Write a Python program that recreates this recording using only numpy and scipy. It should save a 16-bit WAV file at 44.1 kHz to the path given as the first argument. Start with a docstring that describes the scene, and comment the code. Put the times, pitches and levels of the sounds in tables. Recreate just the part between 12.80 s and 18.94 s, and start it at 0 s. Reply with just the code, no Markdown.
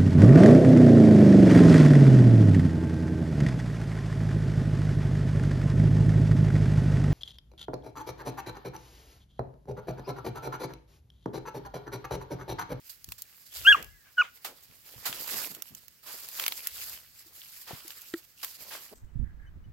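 """Puppies dig at the foot of a tree, close by: paws rake dry leaves and loose soil, twigs snap, paws thump.
One puppy gives two short, very high yelps, each ending in a puff of air, and a faint whimper between them.
A hollow root is nudged and knocked; the place is open and quiet, with a faint echo from the trees.
Leaves, soil and breath are shaped noise, litter is a crackle of tiny fractures, voice and root are sines."""
import sys
import numpy as np
from scipy import signal
from scipy.fft import rfft, irfft, next_fast_len
from scipy.io import wavfile
from scipy.ndimage import uniform_filter1d, map_coordinates

SR = 44100
rng = np.random.default_rng(int(sys.argv[2]) if len(sys.argv) > 2 else 0)


def bounce(signal):
    """Save signal as a 16-bit WAV file at the path given by the first command-line argument."""
    frames = np.transpose(np.atleast_2d(signal))
    limited = np.clip(frames, -1, 1)
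    pcm = np.round(limited * 32767).astype(np.int16)
    wavfile.write(sys.argv[1], SR, pcm)


N = 270774

# spectrum of rustling dry leaves: (frequency [Hz], relative density [dB per Hz])
LEAF_SPECTRUM = [(500, -41), (1600, -15), (3000, -12.5), (4800, 0.5), (6000, -5.5), (7200, -2),
                 (9300, -7.5), (10800, -3.5), (12000, 4.5), (13500, -0.5), (16000, -3.5)]
# spectrum of small, crisp leaves breaking: (frequency [Hz], relative density [dB per Hz])
CRISP_SPECTRUM = [(800, -43), (3000, -10.5), (7000, -5.5), (9300, -14), (12000, -0.5), (16000, -3)]
# spectrum of claws on hard ground or wood: (frequency [Hz], relative density [dB per Hz])
CLAW_SPECTRUM = [(100, -25), (450, -2.5), (1200, 2.5), (2200, -0.5), (3200, 0.5), (5000, -5), (9000, -11.5),
                 (16000, -22.5)]
# spectrum of air through the puppy's muzzle: (frequency [Hz], relative density [dB per Hz])
MUZZLE_SPECTRUM = [(100, -22), (350, -10.5), (900, -5), (1400, 0.5), (2300, 1.5), (3100, -2.5), (4200, -15),
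                   (6500, -12.5), (9500, -26.5), (16000, -29.5)]


def amp(db):
    """Decibels to gain."""
    return 10 ** (np.asarray(db) / 20)


def unit(x):
    """Scale to rms 1."""
    return x / np.sqrt(np.mean(x ** 2) + 1e-20)


def along(points, hz):
    """Read (Hz, value) points on a log frequency axis."""
    f, v = np.transpose(points)
    return np.interp(np.log(hz + 1), np.log(f + 1), v)


def curves(rows):
    """One value per sample for each column after the time."""
    s, *cols = np.transpose(rows)
    return [np.interp(np.arange(N) / SR, s, c) for c in cols]


def wobble(rate):
    """A smooth random curve, rate knots a second."""
    knots = rng.standard_normal(int(N * rate / SR) + 4)
    return map_coordinates(knots, [np.arange(N) * rate / SR])


def filtered(x, response):
    """x times a response of frequency."""
    n = x.shape[-1]
    m = next_fast_len(n + 4096)  # silence after the end, so that little wraps round
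    spectrum = rfft(x, m) * response(np.fft.rfftfreq(m, 1 / SR))
    return irfft(spectrum, m)[..., :n]


def coloured(pair, spectrum):
    """Two unrelated signals become stereo sound of rms 1, alike in the bass and apart in the treble."""
    # how alike the two microphone ports hear: (frequency [Hz], left-right correlation [0 to 1])
    likeness = [(40, 0.51), (130, 0.56), (300, 0.75), (1200, 0.59), (2500, 0.23), (5000, 0.14), (12000, .1)]

    def mid_side_response(hz):
        turn = np.arccos(np.clip(along(likeness, hz), -1, 1)) / 2
        return amp(along(spectrum, hz)) * [np.cos(turn), np.sin(turn)]

    mid, side = filtered(pair, mid_side_response)
    return unit(np.array([mid + side, mid - side]))


def noise(spectrum, size=N):
    """Smooth stereo noise with this spectrum, rms 1."""
    return coloured(rng.standard_normal((2, size)), spectrum)


def panned(db):
    """Left and right gains for a left-over-right level difference."""
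    return amp(np.array([db, -db]) / 2).reshape(2, -1)


def burst(rise, t60):
    """A half-second envelope with top 1 that swells and dies away."""
    t = np.arange(SR // 2) / SR
    shape = (1 - np.exp(-t / rise)) * amp(-60 * t / max(t60, .003))
    return shape / shape.max()


def held(start, length, db, rise, fall):
    """A gain that climbs to db by the start, holds, and falls away; rise and fall in dB a second."""
    t = np.arange(N) / SR - start
    return amp(db - rise * np.maximum(-t, 0) - fall * np.maximum(t - length, 0))


def shaped(envelope, sound):
    """Sound under an envelope, with the power that the envelope gives."""
    return unit(envelope * sound) * np.sqrt(np.mean(envelope ** 2))


def patchy(pair, depth_db):
    """The colour drifts at random over time and frequency, alike on both sides."""
    z = signal.stft(pair, nperseg=256)[2]
    field = uniform_filter1d(rng.standard_normal(z.shape[1:]), size=6, axis=0)
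    field = uniform_filter1d(field, size=16, axis=1)
    return signal.istft(z * amp(depth_db * unit(field)), nperseg=256)[1][:, :pair.shape[1]]


def crackle(spectrum, rate, spread_db, life, patchy_db):
    """Countless tiny fractures, rate a second: mostly small, a few large, each dying over its life [s]."""
    sizes = amp(spread_db * np.minimum(rng.exponential(size=N), 6))
    sizes = sizes * (rng.random(N) < rate / SR)
    power = signal.lfilter([1], [1, -np.exp(-1 / (life * SR))], sizes ** 2)
    grains = np.sqrt(power) * rng.standard_normal((2, N))
    return coloured(patchy(grains, patchy_db), spectrum)


def add(track, s, sound):
    """Mix a sound into the track at time s."""
    start = max(round(s * SR), 0)
    track[..., start:start + sound.shape[-1]] += sound[..., :N - start]


def digging():
    """Paws rake dry leaves, throw grit and push crumbly soil; the pressure trembles within each stroke."""
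    # bouts of pawing in the litter, before the tremble: (start [s], length [s], leaf rustle [dB],
    # soil against leaves [dB], left over right [dB])
    bouts = [(0.071, .06, -52.5, -28, -5.5), (0.313, .36, -57.5, -21, -5), (0.768, .11, -40, -18, -1.5),
             (0.908, 0.06, -53.5, -8, -3), (1.55, .4, -60.5, -11.5, -5), (2.067, 0.36, -51, -11.5, -4.5),
             (2.259, .17, -41, -9, -5.5), (2.484, 0.13, -35, -10, -7), (2.724, 0.037, -52, -9.5, -2),
             (2.845, 0.14, -57, -13, -6), (3.329, .55, -44.5, -16.5, -2.5), (3.544, .18, -41.5, -16, -2.5),
             (3.962, .06, -37, -25, -1.5), (4.087, 0.075, -45.5, -14.5, -2), (4.361, .03, -51.5, -24.5, -2),
             (4.474, .06, -57.5, -10, -3), (4.576, .24, -48.5, -24, -2.5), (4.885, .41, -49.5, -19, -4),
             (5.069, .02, -47.5, -15, -1), (5.344, 0.012, -51, -11, -6), (5.621, .1, -46.5, -20.5, -3.5),
             (5.805, 0.23, -46.5, -12, -5)]
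    # crumbly soil: (frequency [Hz], relative density [dB per Hz])
    soil_spectrum = [(50, -11.5), (130, -12.5), (500, -3.5), (900, -5), (1600, -7.5), (4000, -9.5),
                     (16000, -44.5)]
    # thrown grit: (frequency [Hz], relative density [dB per Hz])
    grit_spectrum = [(300, -21.5), (700, -14.5), (1200, -4), (2000, 0.5), (2800, 3.5), (4500, -4.5),
                     (9000, -19.5)]
    rise_db_per_s, fall_db_per_s = 259, 122.5  # a bout builds quickly, then the litter settles
    stir_db, stir_soil_db, stir_pan_db = -65.5, -14.5, -8.5  # between bouts the dogs never stand quite still
    grit_db, stray_db = -10, -14.5  # thrown grit, and small dry leaves breaking, against the rustle

    efforts = [(held(s, length, db, rise_db_per_s, fall_db_per_s), soil_db, pan_db)
               for s, length, db, soil_db, pan_db in bouts]
    efforts.append((amp(stir_db) * np.ones(N), stir_soil_db, stir_pan_db))
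    # overlapping bouts add in power
    effort = np.sqrt(sum(gain ** 2 for gain, _, _ in efforts))
    in_leaves = np.sqrt(sum((gain * panned(pan_db)) ** 2 for gain, _, pan_db in efforts))
    in_soil = np.sqrt(sum((gain * amp(soil_db)) ** 2 for gain, soil_db, _ in efforts))

    tremble = wobble(45)
    leaves = crackle(LEAF_SPECTRUM, rate=6400, spread_db=2.0, life=0.00016, patchy_db=1.43)
    leaves = in_leaves * amp(2.4 * tremble) * leaves
    grit = crackle(grit_spectrum, rate=1300, spread_db=3.2, life=0.00042, patchy_db=3.5)
    grit = effort * amp(grit_db + 0.98 * tremble) * grit
    soil = crackle(soil_spectrum, rate=600, spread_db=2.4, life=0.0014, patchy_db=2.2)
    soil = in_soil * amp(1.14 * tremble) * soil
    stray = crackle(CRISP_SPECTRUM, rate=45, spread_db=1.5, life=0.00088, patchy_db=3.5)
    stray = in_leaves * amp(stray_db) * stray
    return leaves + grit + soil + stray


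def scrapes():
    """A claw tears into the ground and throws a spray on the leaves: two noises under one swell."""
    # claws rip the soil or brush the litter: (time [s], level [dB], rise [s], t60 [s],
    # leaves against claw [dB])
    strokes = [(.093, -61.5, 0.011, 0.066, 21.5), (.38, -60.5, .003, .1, 14.5),
               (1.646, -35.5, .0007, .17, -0.5), (2.253, -33, 0.007, 0.15, 3.5),
               (3.228, -58.5, .008, .25, 4), (3.255, -48, .02, 0.47, 4), (3.58, -43.5, 0.025, 0.34, -2.5),
               (4.865, -46, 0.071, 0.315, -5), (5.629, -40.5, 0.0021, 0.12, 5.5),
               (5.904, -42.5, 0.016, 0.26, -6)]
    out = np.zeros((2, N))
    for s, db, rise, t60, leaf_db in strokes:
        claw = noise(CLAW_SPECTRUM, size=SR // 2)
        leaves = amp(leaf_db) * panned(-7) * noise(LEAF_SPECTRUM, size=SR // 2)  # to the right
        add(out, s, amp(db) * burst(rise, t60) * (claw + leaves))
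    return out


def snaps():
    """Each break is a sharp crack of its own colour, then a short splintering; twigs add a woody body."""
    # the louder leaves and twigs: (time [s], level [dB], woody body against crisp [dB],
    # left over right [dB])
    breaks = [(0.2432, -34.5, -19, 0), (.2882, -38, -13, -0.5), (0.3205, -29, -6.5, -2),
              (0.4201, -27, -25, -0.5), (1.0261, -36.5, -13.5, -9.5), (1.0444, -40.5, -21, 1.5),
              (2.3272, -30.5, 6.5, 2.5), (2.7485, -35, -20, -7.5), (2.8216, -28.5, -16, -9),
              (2.949, -35, -31, -6.5), (3.0815, -41, -11, -9), (3.4874, -34.5, -12, -4.5),
              (3.5974, -23, -3, -1.5), (3.6386, -28, 6.5, 0.5), (3.6633, -20.5, -4, -3),
              (3.6802, -17.5, -8.5, 0.5), (3.7217, -27, 0.5, -2), (3.871, -19.5, -19.5, 0.5),
              (4.0959, -33.5, -17, 1), (5.0796, -33.5, -25, 1), (5.105, -37, 5.5, -4.5),
              (5.218, -39, -28, -2), (5.6457, -26, -18, 2)]
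    # woody body: (frequency [Hz], relative density [dB per Hz])
    twig_spectrum = [(200, -42.5), (800, -9.5), (1400, -4.5), (2000, -5), (2600, 0), (4400, -1),
                     (6500, -14.5), (16000, -30)]
    crack = burst(rise=0.00045, t60=.009)
    splintering = amp(-11) * burst(rise=.001, t60=.032)
    out = np.zeros((2, N))
    for s, db, body_db, pan_db in breaks:
        colour = noise(CRISP_SPECTRUM, size=SR // 2) + amp(body_db) * noise(twig_spectrum, size=SR // 2)
        sound = shaped(crack + splintering, patchy(colour, 2.0))
        add(out, s, amp(db) * panned(pan_db) * sound)
    return out


def thumps():
    """Soft ground does not ring: each blow is a dull bump of noise gathered around one pitch."""
    # paws and clods on the ground, the first a low bump as a gust strikes the microphone: (time [s], level
    # [dB], spectral peak [Hz], t60 [s])
    blows = [(0.281, -50, 95, .07), (.872, -44, 725, 0.13), (.962, -46.5, 430, 0.19),
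             (.985, -51.5, 170, 0.11), (1.671, -52.5, 520, 0.2), (1.884, -59, 120.5, 0.12),
             (2.159, -51.5, 92, 0.13), (2.286, -48.5, 125, 0.072), (2.53, -49, 159, 0.15),
             (2.697, -53, 200, 0.14), (2.76, -57, 302, 0.17), (2.902, -55.5, 150, 0.21),
             (3.336, -54, 460, 0.067), (4.906, -37, 520, .03), (4.93, -40.5, 125, 0.056),
             (5.949, -39.5, 1030, 0.025), (6.11, -48, 380, .27)]
    out = np.zeros((2, N))
    for s, db, hz, t60 in blows:
        ground = [(hz / 8, -40), (hz / 3, -13), (hz * .7, -3), (hz, 0),
                  (hz * 2, -9), (hz * 6, -34), (hz * 14, -68)]
        bump = shaped(burst(t60 / 10, t60), noise(ground, size=SR // 2))
        add(out, s, amp(db) * bump)
    return out


def puppy():
    """Two yelps, each running out in a puff of air, with a whimper and a tiny squeak between them."""
    # the yelps, before roughness: (time [s], pitch [Hz], fundamental [dB], octave [dB])
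    long_yelp = [(0.848, 1356, -35.5, -36.5), (0.864, 1385, -32, -16), (0.875, 1589, -10, -14),
                 (0.889, 1616, -8.5, -9), (0.902, 1703, -13, -18.5), (0.922, 1615, -10, -17.5),
                 (0.928, 1403, -22.5, -10.5), (0.941, 1398, -30, -23.5), (0.95, 1175, -13.5, -36),
                 (0.957, 1056, -31.5, -65)]
    short_yelp = [(1.37, 1566, -47, -60), (1.378, 1500, -33, -58), (1.383, 1482, -15.5, -31),
                  (1.39, 1443, -16.5, -26), (1.411, 1461, -13, -25.5), (1.416, 1292, -27.5, -29),
                  (1.422, 1202, -21, -22), (1.427, 1130, -34, -56)]
    # air through the muzzle, after and between the yelps: (time [s], level [dB], rise [s], t60 [s])
    puffs = [(.95, -40.5, .015, .22), (1.24, -63, .06, 0.27), (1.423, -45, 0.017, 0.15)]
    # a faint whimper between the yelps, before its waver: (time [s], pitch [Hz], level [dB])
    whimper_path = [(1.085, 1920, -76), (1.125, 2110, -67), (1.19, 1900, -70), (1.249, 1710, -67),
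                    (1.29, 1520, -65), (1.32, 1510, -80)]
    # a tiny nasal squeak before the second yelp, before its waver: (time [s], pitch [Hz], level [dB])
    squeak_path = [(1.335, 4980, -59), (1.346, 5060, -57), (1.357, 5080, -62)]
    out = yelp(long_yelp, port_phase=-1.15, overtone_db=-33)
    out += yelp(short_yelp, port_phase=-.12, overtone_db=-32)
    for s, db, rise, t60 in puffs:
        breath = patchy(noise(MUZZLE_SPECTRUM, size=SR // 2), 1.9)
        add(out, s, amp(db) * shaped(burst(rise, t60), breath))
    return out + whimper(whimper_path) + whimper(squeak_path)


def yelp(rows, port_phase, overtone_db):
    """A tight, almost pure squeal with a strong octave; the voice turns rough where the pitch sags."""
    hz, first_db, octave_db = curves(rows)
    t = np.arange(N) / SR
    voiced = np.clip(np.minimum(t - rows[0][0], rows[-1][0] - t) / 0.001, 0, 1)
    rough = .13 + np.clip((1440 - hz) / 120, 0, .8)
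    phase = 2 * np.pi * np.cumsum(hz * (1 + .025 * rough * wobble(600))) / SR
    shimmer = amp(1.8 * rough * wobble(500))
    # the sound reaches the two microphone ports out of step [rad]
    offset = np.array([[port_phase], [-port_phase]]) / 2
    fundamental = amp(first_db) * np.sin(phase + offset) / np.cos(offset)
    octave = amp(octave_db) * np.cos(2 * phase + offset / 2)
    # the faint overtones flutter, and come forward as the voice roughens
    overtones = 0
    for k, db in enumerate([-7, 0, -2], start=3):
        level_db = octave_db + overtone_db + db + 3.5 * rough + 2.4 * wobble(150)
        overtones = overtones + amp(level_db) * np.sin(k * phase)
    hiss = amp(np.maximum(first_db, octave_db) - 29.5) * noise(MUZZLE_SPECTRUM)
    return voiced * ((fundamental - octave + overtones) * shimmer + hiss)


def whimper(rows):
    """A thin whine through the nose: one sine, wavering in pitch and level."""
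    hz, db = curves(rows)
    t = np.arange(N) / SR
    voiced = np.clip(np.minimum(t - rows[0][0], rows[-1][0] - t) / .01, 0, 1)
    phase = 2 * np.pi * np.cumsum(hz * (1 + 0.0095 * wobble(150))) / SR
    return voiced * amp(db + 2 * wobble(42)) * np.sin(phase)


def knocks():
    """Blows ring the hollow root's modes; a dull nudge leaves little beyond the lowest one."""
    # nudges and a knock: (time [s], level [dB], contact rise [s], upper modes and tick [dB])
    blows = [(4.46, -59.5, 0.0072, -28.5), (5.049, -49.5, 0.0015, -26), (5.3382, -25, 0.0018, -2)]
    # the root's modes, lowest first: (frequency [Hz], level [dB], t60 [s])
    modes = [(336, 0.5, 0.058), (720, -24, 0.017), (1360, -8, 0.018), (1660, -7, 0.014), (1870, -5, 0.018),
             (3500, -22, 0.01)]
    out, t = np.zeros((2, N)), np.arange(SR // 2) / SR
    for s, db, contact, bright_db in blows:
        lowest, *upper = [amp(level) * burst(contact, t60) * np.sin(2 * np.pi * hz * t)
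                          for hz, level, t60 in modes]
        tick = amp(-5.5) * shaped(burst(0.0002, 0.012), noise(CLAW_SPECTRUM, size=SR // 2))
        add(out, s, amp(db) * (lowest + amp(bright_db) * (sum(upper) + tick)))
    return out


def echo(x, decays):
    """A diffuse tail, different on each side, in which each frequency dies at its own speed."""
    _, t, z = signal.stft(rng.standard_normal((2, SR)), SR, nperseg=256)
    # the transform's rows are looked up by their true frequencies
    hz = np.fft.rfftfreq(256, 1 / SR)
    tail = signal.istft(z * amp(-60 * t / along(decays, hz)[:, None]), SR, nperseg=256)[1]
    return signal.fftconvolve(x, tail / np.linalg.norm(tail[0]), axes=1)[:, :N]


def air():
    """Faint outdoor hush, and a draught with a few gusts that buffet the left port most."""
    # gusts on the microphone, before flutter and panning: (start [s], length [s], level [dB])
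    gusts = [(0.284, 0.012, -53.5), (0.806, 0.13, -56), (1.031, 0.13, -61), (3.944, .2, -70)]
    # wind rumble on the microphone: (frequency [Hz], relative density [dB per Hz])
    rumble_spectrum = [(15, -32), (35, -9), (70, 0.5), (110, -7.5), (200, -27), (500, -49), (2000, -100)]
    # outdoor hush: (frequency [Hz], relative density [dB per Hz])
    hush_spectrum = [(59, -27), (100, 7), (189, -1), (930, -13.5), (1680, -4.5), (3700, -7.5), (4870, -3),
                     (8830, -10.5), (11900, -10), (16000, -0.5)]
    rise_db_per_s, fall_db_per_s = 504.5, 261
    draught_db, left_over_right_db = -80, 14
    wind = amp(draught_db) + sum(held(s, length, db, rise_db_per_s, fall_db_per_s)
                                 for s, length, db in gusts)
    flutter = amp(1.5 * wobble(15))
    rumble = wind * flutter * panned(left_over_right_db) * noise(rumble_spectrum)
    return amp(-60.5) * noise(hush_spectrum) + rumble


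def scene():
    """The dogs close by, the voice scattered by trunk and hollow, all echoed by the trees, in open air."""
    # scatter from the trunk and the dug hollow: (frequency [Hz], t60 [s])
    hollow_decays = [(300, .15), (1500, 0.25), (3000, 0.3), (10000, 0.044)]
    # echo from the trees: (frequency [Hz], t60 [s])
    tree_decays = [(200, .4), (1100, .3), (1480, .3), (1700, 1), (3200, .42), (10000, .2)]
    voice = puppy()
    near = digging() + scrapes() + snaps() + thumps() + knocks() + voice
    scatter = amp(-24.5) * echo(voice, hollow_decays)
    trees = amp(-38.5) * echo(near, tree_decays)
    return near + scatter + trees + air()


def record(dry):
    """The recorder keeps nothing above its band limit."""
    top_hz = 16050
    return filtered(dry, lambda hz: hz < top_hz)


dry = scene()
out = record(dry)
bounce(out)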